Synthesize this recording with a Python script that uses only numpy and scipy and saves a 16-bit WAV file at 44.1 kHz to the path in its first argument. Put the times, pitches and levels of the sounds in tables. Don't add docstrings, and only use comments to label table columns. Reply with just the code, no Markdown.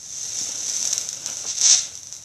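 import sys
import numpy as np
from scipy import signal
from scipy.fft import rfft, irfft
from scipy.io import wavfile
from scipy.ndimage import uniform_filter1d, minimum_filter1d

SR = 44100
rng = np.random.default_rng(int(sys.argv[2]) if len(sys.argv) > 2 else 0)


def store_wav(level_fs):
    pcm = np.round(np.clip(np.atleast_2d(level_fs), -1, 1) * 32767)
    wavfile.write(sys.argv[1], SR, pcm.T.astype(np.int16))


N = 98872
TIME = np.arange(N) / SR

# time in seconds, level in dB.
FIZZ_LEVEL = [(0, -39.5), (.1, -36), (.24, -28.5), (.31, -31), (.39, -26.5), (.47, -28.5), (.54, -30),
              (.70, -26), (.84, -26.5), (1.0, -33), (1.07, -33.5), (1.21, -35), (1.29, -33.5),
              (1.40, -31.5), (1.56, -37), (1.78, -28.5), (1.88, -39.5), (2.05, -44), (2.14, -39.5),
              (2.24, -46.5)]
# frequency in Hz, gain in dB.
FIZZ_TONE = [(200, 13), (1200, -1), (2600, -0.5), (4200, -1.5), (6200, -0.5), (8500, -2), (11500, -1.5),
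             (14000, -23)]
FIZZ_POPS_PER_S, FIZZ_FLICKER_DB, FIZZ_FLICKER_HZ = 5200, 0.37, 56
FIZZ_SPREAD_DB, FIZZ_RANGE_DB = 6, 19

# time in seconds, click level in dB before the trim.
SNAPS = [(0.3924, -15), (0.44, -23), (0.6983, -10), (0.7728, -15), (0.8282, -8), (0.8533, -5),
         (0.8748, -7.5), (0.913, -14), (0.9294, -4), (0.933, -4), (0.9799, -4.5), (1.013, -11.5),
         (1.0898, -8), (1.1298, -13), (1.2612, -7.5), (1.2731, -13), (1.3007, -13), (1.3704, -13.5),
         (1.554, -18), (1.587, -11.5), (1.6139, -4), (1.9541, -17), (1.9756, -20.5), (2.0323, -21),
         (2.0713, -20.5), (2.1256, -16.5), (2.1418, -23), (2.1511, -23), (2.166, -21.5), (2.2247, -26.5)]
SNAP_TRIM_DB = 0.15

# time in seconds, pops per second,
# typical click level in dB before the tone is set.
SPUTTER_SPELLS = [
    [(1.464, 365, -19), (1.508, 305, -12.5), (1.536, 450, -23)],
    [(1.569, 230, -17), (1.577, 290, -14), (1.587, 330, -12.5)],
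    [(1.599, 130, -18), (1.616, 200, -6), (1.660, 300, -2.5), (1.690, 370, -3.5), (1.702, 420, -3.5),
     (1.728, 600, -3), (1.748, 740, -7.5), (1.752, 700, -17), (1.795, 650, -17)],
]
# frequency in Hz, gain in dB.
SPUTTER_TONE = [(100, -24), (420, -26), (600, 2.5), (1200, 0), (2300, 0.5), (4500, 2.5), (6200, -0.5),
                (8500, -4.5), (10500, -14), (12500, -32), (15000, -39)]
SPUTTER_JITTER, SPUTTER_SPREAD_DB = 0.16, 2.0

# time in seconds, level in dB, centre frequency in Hz.
PUFFS = [(0.417, -46.5, 230), (.499, -42.5, 367), (1.453, -42, 610)]
PUFF_WIDTH_S, PUFF_WIDTH_OCTAVES = 0.0081, 0.96

# time in seconds, level in dB.
FLAME_LEVEL = [(0, -72), (.15, -61), (.25, -55), (.36, -55), (.44, -49.5), (.53, -46), (.66, -53.5),
               (.78, -48.5), (.98, -45.5), (1.1, -51), (1.22, -48.5), (1.29, -40.5), (1.35, -49),
               (1.48, -46.5), (1.56, -59), (1.625, -42), (1.69, -67), (1.79, -55), (1.88, -51.5),
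               (2.0, -61.5), (2.12, -59.5), (2.24, -62)]
# frequency in Hz, gain in dB.
FLAME_TONE = [(30, -17), (120, -4), (240, 0.5), (380, -5.5), (580, 2.5), (900, -3.5), (1150, -8),
              (1450, -0.5), (1800, -12), (3000, -1), (8000, -31)]
FLUTTER_DB, FLUTTER_HZ = 1.5, 44.6

# frequency in Hz, relative level in dB.
AMBIENCE_TONE = [(20, -18), (40, -15), (70, -4), (105, 1.5), (150, -1.5), (200, -10), (400, -17),
                 (1000, -17), (3000, -26.5), (6000, -22), (10000, -20), (15000, -35)]
AMBIENCE_DB = -54.5

# delay in seconds, level in dB.
ECHOES = [(.0022, -11), (.0036, -15), (.0079, -26.5)]
# frequency in Hz, time to fall by 60 dB in seconds.
ROOM_T60 = [(200, 0.14), (2000, 0.46), (6000, 0.36), (12000, 0.41)]
# frequency in Hz, gain in dB.
ROOM_TONE = [(200, 0.5), (2500, 4.5), (4500, 1), (6200, -2), (12000, 5.5)]
ROOM_DB, ROOM_DELAY_S = -4.5, 0.004

# frequency in Hz, relative gain in dB.
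MICROPHONE_TONE = [(60, -41), (300, -33.5), (700, -29), (1150, -30), (1500, -28), (2200, -24.5),
                   (3100, -23), (3600, -14.5), (4050, -14.5), (4650, -16.5), (5200, -9), (5650, -2),
                   (6200, 2.5), (6800, -6), (7800, -10.5), (8900, -22), (10000, -27.5), (11800, -27),
                   (12800, -37), (15000, -43)]
CEILING, CUTOFF_HZ = 0.97, 15200


def amp(db):
    return 10 ** (np.asarray(db) / 20)


def unit(x):
    return x / np.sqrt(np.mean(x ** 2) + 1e-20)


def level(points):
    return amp(np.interp(TIME, *np.transpose(points)))


def at_hz(points, hz):
    table_hz, value = np.transpose(points)
    return np.interp(np.log(hz + 1), np.log(table_hz + 1), value)


def tint(x, tone):
    size = 2 * len(x)
    gain = amp(at_hz(tone, np.fft.rfftfreq(size, 1 / SR)))
    return irfft(rfft(x, size) * gain)[:len(x)]


def drift(hz):
    f = np.fft.rfftfreq(N, 1 / SR)
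    keep = (f > hz / 10) / (1 + (f / hz) ** 4)
    return unit(irfft(rfft(rng.standard_normal(N)) * keep, N))


def fizz():
    lit = rng.random(N) < FIZZ_POPS_PER_S / SR
    size_db = np.minimum(FIZZ_SPREAD_DB * rng.exponential(1, N), FIZZ_RANGE_DB)
    flicker_db = FIZZ_FLICKER_DB * drift(FIZZ_FLICKER_HZ)
    clicks = unit(lit * amp(size_db + flicker_db))
    return tint(clicks * level(FIZZ_LEVEL), FIZZ_TONE)


def snaps():
    out = np.zeros(N)
    for s, db in SNAPS:
        out[round(s * SR)] += amp(db + SNAP_TRIM_DB)
    return out


def sputter(spell):
    times, rates, dbs = np.transpose(spell)
    out, s = np.zeros(N), times[0]
    for gap, size in rng.standard_normal((200, 2)):
        if s > times[-1]:
            break
        pop_db = np.interp(s, times, dbs) + SPUTTER_SPREAD_DB * size
        out[round(s * SR)] = amp(pop_db)
        s += np.exp(SPUTTER_JITTER * gap) / np.interp(s, times, rates)
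    return tint(out, SPUTTER_TONE)


def puff(s, db, hz):
    octaves = np.log2((np.fft.rfftfreq(N, 1 / SR) + 1) / hz)
    band = np.exp(-.5 * (octaves / PUFF_WIDTH_OCTAVES) ** 2)
    gas = unit(irfft(rfft(rng.standard_normal(N)) * band, N))
    swell = np.exp(-.5 * ((TIME - s) / PUFF_WIDTH_S) ** 2)
    return amp(db) * gas * swell


def flame():
    flutter = amp(FLUTTER_DB * drift(FLUTTER_HZ))
    noise = tint(rng.standard_normal(N) * flutter, FLAME_TONE)
    return unit(noise) * level(FLAME_LEVEL)


def ambience():
    return amp(AMBIENCE_DB) * unit(tint(rng.standard_normal(N), AMBIENCE_TONE))


def room(x):
    hz, t, noise = signal.stft(rng.standard_normal(SR // 2), SR, nperseg=256)
    fade = amp(-60 * t / at_hz(ROOM_T60, hz)[:, None])
    tail = signal.istft(noise * fade, SR)[1]
    tail = tint(tail / np.linalg.norm(tail), ROOM_TONE)
    response = np.concatenate([np.zeros(round(ROOM_DELAY_S * SR)), amp(ROOM_DB) * tail])
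    response[0] += 1
    for s, db in ECHOES:
        response[round(s * SR)] += amp(db)
    return signal.fftconvolve(x, response)[:N]


def microphone_ring(size=4096):
    log_gain = np.log(amp(at_hz(MICROPHONE_TONE, abs(np.fft.fftfreq(size, 1 / SR)))))
    spectrum = np.exp(np.conj(signal.hilbert(log_gain)))
    ring = np.fft.ifft(spectrum).real[:size // 2]
    return ring / abs(ring).max()


def scene():
    ring = microphone_ring()
    fizz_pops = fizz() / np.linalg.norm(ring)
    pops = fizz_pops + snaps() + sum(sputter(spell) for spell in SPUTTER_SPELLS)
    rumble_cut = signal.butter(2, 120, "high", fs=SR, output="sos")
    pops = signal.sosfilt(rumble_cut, pops)
    heard_pops = signal.fftconvolve(room(pops), ring)[:N]
    gas_puffs = sum(puff(*row) for row in PUFFS)
    return (heard_pops + gas_puffs + flame() + ambience())[None]


def record(dry):
    gain = minimum_filter1d(CEILING / np.maximum(abs(dry), CEILING), size=65, axis=1)
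    limited = dry * uniform_filter1d(gain, size=65, axis=1)
    low_pass = signal.firwin(255, CUTOFF_HZ, window=("kaiser", 9), fs=SR)
    return signal.oaconvolve(limited, low_pass[None], "same")


dry = scene()
out = record(dry)
store_wav(out)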